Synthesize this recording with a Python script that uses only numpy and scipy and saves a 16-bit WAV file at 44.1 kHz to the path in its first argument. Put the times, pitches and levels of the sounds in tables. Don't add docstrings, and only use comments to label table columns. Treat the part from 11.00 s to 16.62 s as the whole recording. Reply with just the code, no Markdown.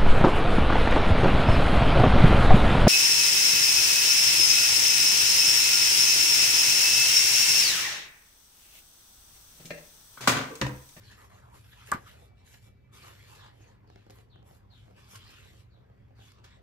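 import sys
import numpy as np
from scipy import signal
from scipy.fft import rfft, irfft
from scipy.io import wavfile

SR = 44100
rng = np.random.default_rng(int(sys.argv[2]) if len(sys.argv) > 2 else 0)


def output_pcm(signal):
    pcm = np.clip(np.atleast_2d(signal).T, -1, 1) * 32767
    wavfile.write(sys.argv[1], SR, np.round(pcm).astype(np.int16))


N = 247842
T, HZ = np.arange(N) / SR, np.fft.rfftfreq(N, 1 / SR)


# (start [s], end [s], edge rasp level [dB], sheet body re rasp [dB], coating fizz re rasp [dB])
SLIDE_STROKES = [(-.03, 0.16, -64.5, 0, -2), (0.146, 0.255, -66, 5, 3), (0.263, 0.403, -68, 6.5, -1),
                 (0.394, 0.558, -75.5, 11.5, 1), (0.508, 0.61, -64.5, -9, 1), (0.606, 0.78, -65.5, -3, -4),
                 (0.751, 0.865, -59, -7.5, -7.5), (0.843, 0.89, -54, -2, 0), (0.93, 1.06, -66.5, 7.5, -0.5),
                 (1.037, 1.122, -57, -1, -4.5), (1.106, 1.257, -67, 3.5, -2.5), (1.337, 1.46, -73, -2, -15),
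                 (1.432, 1.579, -63, -4.5, -0.5), (1.59, 1.679, -67, -3.5, -0.5),
                 (1.907, 2.04, -58.5, -2, -3), (2.009, 2.108, -58.5, 4.5, -2), (2.073, 2.285, -62, -2, -4),
                 (2.25, 2.392, -62, 2, -2), (2.37, 2.486, -60.5, 1, -15), (2.497, 2.648, -72, -8, -7),
                 (2.576, 2.74, -71, 4.5, -9.5), (2.862, 3.087, -72, -4, -14.5),
                 (3.078, 3.21, -68.5, 2, -1.5), (3.43, 3.57, -71, 1, 2.5), (3.687, 3.932, -73, -19, -5.5),
                 (3.937, 4.093, -64, 0, -8.5), (4.068, 4.173, -58.5, -0.5, 1.5),
                 (4.172, 4.484, -60.5, -3.5, -8.5), (4.433, 4.613, -66.5, -6, -4.5),
                 (5.139, 5.235, -69, -1, -9), (5.188, 5.31, -63, -4, -5), (5.31, 5.396, -69, 0.5, -26),
                 (5.409, 5.569, -66.5, 0, -28)]
# (time [s], level [dB])
HAND_LEVELS = [(0, -82), (.5, -81), (1.2, -69.5), (1.8, -74.5), (2.45, -65.5), (3.0, -71), (4.0, -69.5),
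               (5.1, -70.5), (5.62, -69)]
# (frequency [Hz], level [dB])
SHEET_COLOUR = [(200, -20.5), (400, -3), (700, -1), (1000, 1.5), (1300, -3), (1750, -3), (2300, -9.5),
                (3500, -19), (7000, -55.5)]
# (frequency [Hz], level [dB])
RASP_COLOUR = [(800, -25), (1700, -3), (2400, 2.5), (3500, 1.5), (4700, -2), (6000, -8.5), (8000, -8.5),
               (12000, -35)]
# (frequency [Hz], level [dB])
FIZZ_COLOUR = [(3000, -25.5), (5500, -2.5), (7500, -0.5), (9500, -1), (12000, -3.5), (13600, -4.5),
               (14800, -26), (16500, -30.5)]
CREEP_BODY_DB, CREEP_RASP_DB = -5, -84
FIDGET_DB, FIDGET_HZ = 2.5, 16
JUDDER_DB = 1.0
CRACKLE_DB = -7.5


def slide():
    power = 0
    for start, end, db, body, fizz_db in SLIDE_STROKES:
        layer_gains = amp([db + body, db, db + fizz_db])
        power = power + np.outer(layer_gains, stroke(start, end)) ** 2
    sheet_gain, rasp_gain, fizz_gain = np.sqrt(power)
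    grip = amp(np.interp(T, *np.transpose(HAND_LEVELS)))

    creeping_sheet = np.hypot(sheet_gain, grip * amp(CREEP_BODY_DB))
    sheet = creeping_sheet * noise(SHEET_COLOUR, grain_db=2) * amp(1.0 * wander(60))
    rasp = np.hypot(rasp_gain, amp(CREEP_RASP_DB)) * noise(RASP_COLOUR, grain_db=2.5)
    rasp = rasp + rasp_gain * amp(CRACKLE_DB) * crackle()
    fizz = fizz_gain * noise(FIZZ_COLOUR, grain_db=1.5)

    hand_colour = [(120, -9.5), (220, -1.5), (420, 1.5), (700, 0.5), (1400, -12.5), (4000, -58.5)]  # Hz, dB
    hands = grip * noise(hand_colour, grain_db=3.0)
    fidget = unit(amp(FIDGET_DB * wander(FIDGET_HZ)))
    judder = amp(JUDDER_DB * wander(200))
    return flexing((sheet + rasp + fizz) * judder + hands * fidget)


ATTACK_S, RELEASE_S, ARCH_DB = 0.048, 0.024, 2.0


def stroke(start, end):
    along = np.clip((T - start) / (end - start), 0, 1)
    attack = np.sin(np.pi / 2 * np.clip((T - start) / ATTACK_S, 0, 1)) ** 2
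    release = np.exp(-np.clip((T - end) / RELEASE_S, 0, 60))
    arch = amp(ARCH_DB * (np.sin(np.pi * along) - 1.5))
    return attack * release * arch


# (frequency [Hz], level [dB])
CRACKLE_COLOUR = [(400, -14.5), (1200, 2.5), (3000, 5), (6000, -1), (8500, -10.5), (13000, -14.5),
                  (15000, -39.5)]
CRACKLE_PER_S = 190


def crackle(spread_db=5.0):
    sign = rng.choice([-1., 1.], (2, N))
    hit = rng.random(N) < CRACKLE_PER_S / SR
    size = amp(spread_db * np.minimum(rng.exponential(1, N), 3))
    return unit(irfft(rfft(sign * hit * size) * amp(read(CRACKLE_COLOUR)), N))


FLEX_DB = 3.2


def flexing(pair, across_hz=130, lasting=0.024):
    z = signal.stft(pair, nperseg=512, noverlap=384)[2]
    bins, frames = z.shape[1:]
    over_hz = np.exp(-(np.arange(-12, 13) * SR / 512 / across_hz) ** 2)
    over_time = np.exp(-(np.arange(-40, 41) * 128 / SR / lasting) ** 2)
    chance = rng.standard_normal((bins, frames))
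    patches = unit(signal.fftconvolve(chance, np.outer(over_hz, over_time), "same"))
    return signal.istft(z * unit(amp(FLEX_DB * patches)), nperseg=512, noverlap=384)[1][:, :N]


# (time [s], level [dB], pitch [Hz], swell [s])
SCRAPE_EVENTS = [(.125, -56.5, 1710, 0.027), (.19, -61, 1200, .02), (.2, -64, 1900, .025),
                 (.25, -62, 1124, 0.026), (.32, -65, 1130, 0.044), (.33, -69, 2050, .03),
                 (.35, -74, 6560, 0.029), (.392, -66, 1760, 0.023), (.48, -64, 1060, .04),
                 (.55, -61, 950, 0.047), (.56, -64, 1200, 0.023), (.72, -67.5, 12100, .05),
                 (.733, -56.5, 3440, 0.016), (.735, -58, 1740, 0.014), (.833, -60, 1320, 0.046),
                 (.893, -56.5, 1744, .023), (1.075, -56, 1210, 0.023), (1.1, -61.5, 1850, .04),
                 (1.535, -65, 6500, 0.017), (1.944, -64, 1208, 0.024), (1.985, -60, 1210, 0.025),
                 (2.033, -57, 4500, 0.013), (2.058, -56.5, 1190, .018), (2.21, -61.5, 2140, .03),
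                 (2.33, -63, 7400, .023), (2.33, -56, 960, 0.018), (2.437, -59, 3460, 0.023),
                 (2.46, -58, 1020, 0.042), (2.63, -66.5, 6470, 0.021), (2.69, -69.5, 6500, .023),
                 (3.16, -70, 12400, 0.017), (3.99, -65.5, 2750, 0.042), (4.125, -61, 6060, .023),
                 (4.16, -54.5, 1080, .02), (4.16, -58, 2950, .015), (4.228, -60.5, 3120, 0.051),
                 (4.29, -63, 4400, .04), (4.335, -66, 3250, .04), (4.35, -66, 1260, 0.036),
                 (4.385, -60, 2710, 0.053), (4.445, -65.5, 3920, .03), (5.225, -66, 3300, 0.027),
                 (5.28, -70.5, 6500, 0.029), (5.453, -58.5, 1425, .012), (5.535, -66.5, 3700, .04)]
SCRAPE_FADE = 0.5


def scrapes(width=0.1):
    drive = rfft(rng.standard_normal((2, N)))
    out = 0
    for s, db, hz, swell in SCRAPE_EVENTS:
        resonance = 1 + ((HZ / hz - 1) / width) ** 2
        ring = unit(irfft(drive / resonance, N))
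        out = out + amp(db) * burst(s, swell, SCRAPE_FADE * swell) * ring
    return out


# (time [s], level [dB], fade [s], brightness [dB/octave])
SCUFF_EVENTS = [(.114, -54.5, 0.023, 1), (0.245, -55, 0.0051, -3.5), (0.542, -58, 0.038, -5.5),
                (0.733, -57.5, 0.014, -1), (.889, -51.5, 0.034, -2), (1.542, -54, 0.0081, 0),
                (2.064, -54, 0.014, 2.5), (2.084, -54, .002, 0), (2.352, -58, 0.038, 5),
                (2.463, -57, 0.007, 0), (3.106, -55, 0.0081, 5), (4.147, -53.5, 0.0038, 7),
                (4.158, -44.5, 0.006, 4.5), (4.304, -57, 0.021, 5.5), (5.32, -57.5, 0.0028, 4),
                (5.444, -53.5, 0.017, 2)]
# (frequency [Hz], level [dB])
SCUFF_COLOUR = [(150, -11), (500, 2.5), (1300, 2), (2200, -1), (4000, -3), (7000, -8.5), (10000, -20),
                (13000, -20), (16000, -34)]
SCUFF_RISE_S = 0.0025


def scuffs():
    out = 0
    for s, db, fade, tilt in SCUFF_EVENTS:
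        out = out + amp(db) * burst(s, SCUFF_RISE_S, fade) * noise(SCUFF_COLOUR, tilt_db=tilt)
    return out


# (time [s], tick level [dB], dull knock level [dB])
TAP_EVENTS = [(2.876, -62, -57), (2.9011, -56.5, -52.5), (2.9593, -53, -51), (3.066, -60, -54.5),
              (3.099, -51, -50), (3.107, -56.5, -57), (3.187, -54, -54), (3.359, -65, -53.5),
              (3.392, -73, -59), (3.428, -61.5, -56), (3.511, -59, -55.5), (3.632, -74, -64),
              (3.881, -67.5, -55), (3.91, -65, -53.5), (4.134, -61, -54), (4.294, -60, -60),
              (4.456, -64, -57.5), (4.506, -66, -63), (4.538, -68, -56), (4.744, -76.5, -62.5),
              (4.775, -76, -61.5), (4.9, -73, -59.5), (5.084, -77.5, -64), (5.107, -74, -61.5),
              (5.192, -68, -58.5)]
# (frequency [Hz], level [dB])
THUD_COLOUR = [(50, -38.5), (110, -10), (220, 6), (400, 6), (720, 5.5), (1200, -4.5), (2500, -16),
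               (5000, -31), (9000, -39)]
# (pitch [Hz], level re knock [dB], fade [s])
STACK_RING = [(182, -6, 0.015), (297, -6.5, 0.0042), (413, -9, 0.019), (570, -8.5, 0.0095),
              (740, -4.5, 0.01), (1000, -11.5, 0.00092)]


def taps(tick_tilt_db=0.5, thud_db=-1, thud_fade=0.0024, shuffle_db=-15, shuffle_fade=0.016):
    tick, thud = 0, 0
    for s, tick_db, knock_db in TAP_EVENTS:
        tick = tick + amp(tick_db) * burst(s, 0.00048, 0.0013)
        thud = thud + amp(knock_db + thud_db) * burst(s + 0.00032, 0.0008, thud_fade)
        thud = thud + amp(knock_db + shuffle_db) * burst(s + 0.0026, 0.002, shuffle_fade)

    knock, t = np.zeros(N), T[:SR // 8]
    spots_of_taps = rng.uniform(-1, 1, (len(TAP_EVENTS), len(STACK_RING), 2))
    for (s, _, knock_db), spots in zip(TAP_EVENTS, spots_of_taps):
        ring = 0
        for (hz, level, fade), (side, detune) in zip(STACK_RING, spots):
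            tone = np.sin(2 * np.pi * hz * (1 + 0.072 * detune) * t)
            ring = ring + np.sign(side) * amp(level) * np.exp(-t / fade) * tone
        knock[round(s * SR):][:len(t)] += amp(knock_db) * ring
    return tick * noise(SCUFF_COLOUR, tilt_db=tick_tilt_db) + thud * noise(THUD_COLOUR) + knock


# (frequency [Hz], level [dB])
CRACK_COLOUR = [(500, -1), (2200, -2), (3000, -3.5), (4800, -6), (5600, -8.5), (6800, -4), (7350, 3),
                (7650, 9), (8100, 1.5), (9000, -5), (11000, -10.5), (13000, -6.5), (14200, -20),
                (16500, -27)]
CRACK_S, CRACK_DB, CRACK_HOLD_S, CRACK_FADE_S = 0.9168, -28, 0.0018, 0.0013


def crack(tail_db=-21, tail_fade=0.024):
    hold = (T > CRACK_S) * np.exp(-np.clip((T - CRACK_S - CRACK_HOLD_S) / CRACK_FADE_S, 0, 60))
    flick = np.maximum(burst(CRACK_S, 0.0004, CRACK_FADE_S), hold)
    sizzle = amp(tail_db) * burst(CRACK_S, 0.0004, tail_fade)
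    return amp(CRACK_DB) * (flick + sizzle) * noise(CRACK_COLOUR)


# (pitch [Hz], level [dB])
SNAP_RING = [(195, -36), (345, -38), (600, -35.5), (790, -35.5), (1030, -26), (1175, -17.5), (1345, -26),
             (1455, -26), (1590, -26), (1665, -26.5), (1985, -36.5)]
# (middle time [s], peak level [dB], pitch [Hz], length [s])
BELLY_FLAPS = [(0.9371, -37, 334, 0.011), (.938, -40, 73.8, 0.063), (0.949, -28.5, 210, .012),
               (.957, -42.5, 180, .016)]
SNAP_S, SNAP_ATTACK_S, SNAP_HOLD_S, SNAP_FADE_S = 0.9177, 0.0016, 0.008, 0.003
SNAP_CLIMB_PER_S = 3


def buckle():
    age = T - SNAP_S
    swell = np.clip(age / SNAP_ATTACK_S, 0, 1)
    decay = np.exp(-np.clip((age - SNAP_ATTACK_S - SNAP_HOLD_S) / SNAP_FADE_S, 0, 60))
    taut = age * (1 + SNAP_CLIMB_PER_S * (age / 2 - SNAP_HOLD_S))
    out = swell * decay * sum(amp(db) * np.sin(2 * np.pi * hz * taut) for hz, db in SNAP_RING)
    for s, db, hz, length in BELLY_FLAPS:
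        near = abs(T - s) < length / 2
        t = T[near] - s
        out[near] += amp(db) * np.cos(np.pi * t / length) ** 2 * np.cos(2 * np.pi * hz * t)
    late = np.interp(T - 0.00005, T, out)
    return np.array([late * amp(-2.0), out * amp(-2.4)])


# (frequency [Hz], level [dB])
SMACK_COLOUR = [(120, -12.5), (300, -8), (480, -13), (750, -9), (1150, 3.5), (1620, 0), (2250, -8.5),
                (2750, -23.5), (5000, -28.5), (12000, -40)]


def smack(settle_db=-51, settle_fade=0.02):
    shiver = amp(settle_db) * burst(0.93, 0.012, settle_fade) * unit(amp(3.8 * wander(110)))
    slap = amp(-31) * burst(0.933, 0.0075, 0.016)
    return slap * noise(SMACK_COLOUR) + shiver * noise(SMACK_COLOUR, grain_db=4.0, tilt_db=0.5)


def landing(s=0.9405, db=-41.5, tilt_db=-4.0):
    return amp(db) * burst(s, 0.0045, 0.014) * noise(SCUFF_COLOUR, tilt_db=tilt_db)


# (time [s], level [dB])
WHINE_LEVELS = [(1.18, -90), (1.27, -81), (1.35, -78), (1.375, -84), (1.41, -77), (1.46, -85), (1.51, -80),
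                (1.62, -81), (1.675, -72), (1.735, -86), (1.785, -77), (1.825, -82), (1.86, -78),
                (1.895, -86), (1.94, -72), (2.05, -73), (2.12, -110)]
# (pitch [Hz], relative level [dB])
WHINE_TONES = [(1990, -11), (2308, 0), (2620, -12)]
WHINE_DRIFT_HZ, WHINE_TREMBLE_HZ = 12, 6


def whine(flutter_db=2):
    drift = WHINE_DRIFT_HZ * wander(9)
    level = np.interp(T, *np.transpose(WHINE_LEVELS), left=-np.inf, right=-np.inf)
    tone = 0
    for hz, db in WHINE_TONES:
        gain = amp(level + db + flutter_db * np.tanh(wander(22)))
        pitch = hz + drift + WHINE_TREMBLE_HZ * wander(58)
        tone = tone + gain * np.sin(2 * np.pi * np.cumsum(pitch) / SR)
    return amp(4.0) * tone + amp(-5) * room(np.array([tone, tone]))


# (time [s], level [dB], first pitch [Hz], last pitch [Hz], length [s])
BIRD_CHIRPS = [(0.029, -60.5, 4580, 4090, 0.076), (2.372, -63.5, 4570, 3160, 0.083),
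               (2.865, -71, 4850, 3550, 0.077), (3.297, -63.5, 4580, 3004, 0.073),
               (3.697, -62, 4610, 2940, 0.1), (4.699, -70.5, 4795, 3410, 0.084),
               (5.162, -68.5, 4580, 3146, 0.08)]
# (delay [s], level re call [dB])
WALL_ECHOES = [(.024, -9), (.047, -10), (.078, -13)]


def chirps(blur_hz=230, rough_db=2.0, bend=1.4):
    out = np.zeros((2, N))
    for side in out:
        waver = blur_hz * wander(560)
        for s, db, top_hz, end_hz, length in BIRD_CHIRPS:
            on = (T > s) & (T < s + length)
            u = (T[on] - s) / length
            pitch = end_hz + (top_hz - end_hz) * (1 - u) ** bend + waver[on]
            turns = np.cumsum(pitch) / SR
            side[on] += amp(db) * np.sqrt(np.sin(np.pi * u).clip(0)) * np.sin(2 * np.pi * turns)
    out = out * unit(amp(rough_db * wander(90)))
    return out + echoes(out, WALL_ECHOES)


# (frequency [Hz], level [dB])
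RUMBLE_COLOUR = [(20, -30.5), (35, -10), (58, 0.5), (80, 1), (108, 5.5), (128, 2), (155, -11.5),
                 (195, -13.5), (230, -14.5), (265, -17), (320, -25), (400, -24.5), (480, -23), (800, -64.5)]
# (pitch [Hz], level [dB])
HUM_TONES = [(107, -66), (192, -73), (260, -79.5), (398, -81)]
# (frequency [Hz], level [dB])
HISS_COLOUR = [(150, -12), (400, 9.5), (700, -4), (1200, -4), (2400, -3), (4000, -17.5), (6000, -16.5),
               (9000, -30), (13000, -14.5), (16000, -43)]
# (frequency [Hz], likeness [0-1])
ROOM_LIKENESS = [(50, 1), (200, 0.62), (500, 0), (1500, 0.1), (8000, .3)]


def background(width_hz=9, rumble_db=-57.0, swell_db=0.3, hiss_db=-77.5):
    swell = unit(amp(swell_db * wander(14)))
    drive = rfft(rng.standard_normal((2, N)))
    tones = 0
    for hz, db in HUM_TONES:
        tones = tones + amp(db) * unit(irfft(drive * np.exp(-((HZ - hz) / width_hz) ** 2), N))
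    rumble = amp(rumble_db) * noise(RUMBLE_COLOUR) * swell
    hiss = amp(hiss_db) * noise(HISS_COLOUR)
    return left_right(rumble + tones + hiss, ROOM_LIKENESS)


# (frequency [Hz], time to fall 60 dB [s])
ROOM_DECAY = [(150, 0.24), (500, 0.21), (1300, 0.14), (3000, 0.19), (8000, 0.076), (15000, 0.14)]


def room(x, first=0.015):
    size = SR // 2
    sign = rng.choice([-1., 1.], (2, size))
    reflections = sign * (rng.random((2, size)) < 0.06) * (T[:size] > first)
    hz, t, z = signal.stft(reflections, SR, nperseg=256)
    decay = amp(-60 * t / read(ROOM_DECAY, hz)[:, None])
    tail = signal.istft(z * decay, SR, nperseg=256)[1]
    tail = tail / np.linalg.norm(tail, axis=1, keepdims=True)
    return signal.fftconvolve(x, tail, axes=1)[:, :N]


def echoes(x, table):
    out = 0
    for delay, db in table:
        out = out + amp(db) * np.pad(x, ((0, 0), (round(delay * SR), 0)))[:, :N]
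    return out


def left_right(pair, likeness, phase=0):
    a, b = rfft(pair)
    same = np.clip(read(likeness), 0, 1)
    right = same * a + np.sqrt(1 - same ** 2) * b
    return irfft([a, right * np.exp(-1j * phase)], N)


def amp(db):
    return 10 ** (np.asarray(db) / 20)


def unit(x):
    return x / np.sqrt(np.mean(x ** 2) + 1e-20)


def read(points, hz=HZ):
    f, value = np.transpose(points)
    return np.interp(np.log(hz + 1), np.log(f + 1), value)


def noise(spectrum, grain_db=0, tilt_db=0):
    grain = amp(grain_db * np.minimum(rng.exponential(1, N), 6))
    drive = rng.standard_normal((2, N)) * grain
    colour = amp(read(spectrum) + tilt_db * np.log2(HZ / 3000 + 0.0194))
    return unit(irfft(rfft(drive) * colour, N))


def wander(rate_hz):
    return unit(irfft(rfft(rng.standard_normal(N)) * np.exp(-(HZ / rate_hz) ** 2), N))


def burst(s, rise, fade):
    return np.exp(-np.minimum(np.where(T < s, ((T - s) / rise) ** 2, (T - s) / fade), 60))


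# (frequency [Hz], likeness [0-1])
PAPER_LIKENESS = [(100, 0.92), (500, 0.8), (1400, 0.9), (2300, .7), (3300, 0.1), (6000, 0.3), (7700, 0.2),
                  (8600, 1), (15000, 0.99)]
# (frequency [Hz], phase [radians])
PAPER_PHASE = [(100, 2), (700, -2.5), (1600, -0.86), (2500, -1.77), (4400, -1.7), (5300, -0.5), (6200, 2.5),
               (7400, 3), (8600, 2), (9500, 3), (11300, 6.5), (12900, 8), (14200, 7.5)]
# (delay [s], level re snap [dB])
FURNITURE_ECHOES = [(0.0131, -19.5), (0.0313, -20.5)]


def scene():
    rubbing = slide() + scrapes() + scuffs() + taps() + crack() + landing()
    paper = left_right(rubbing + amp(-9.0) * room(rubbing), PAPER_LIKENESS, read(PAPER_PHASE))
    snap, slap, call = buckle(), smack(), chirps()
    snap_in_room = room(amp(-19.5) * snap + amp(-11.5) * slap, first=0.011)
    snap_spread = left_right(slap + snap_in_room, ROOM_LIKENESS)
    bird = amp(-2.5) * call + amp(-2.0) * room(call, first=0.003)
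    return paper + snap + echoes(snap, FURNITURE_ECHOES) + snap_spread + bird + whine() + background()


EDGE_HZ = 15750


def record(dry):
    low_pass = signal.firwin(511, EDGE_HZ, window=("kaiser", 9), fs=SR)
    return signal.oaconvolve(dry, low_pass[None], "same")


dry = scene()
out = record(dry)
output_pcm(out)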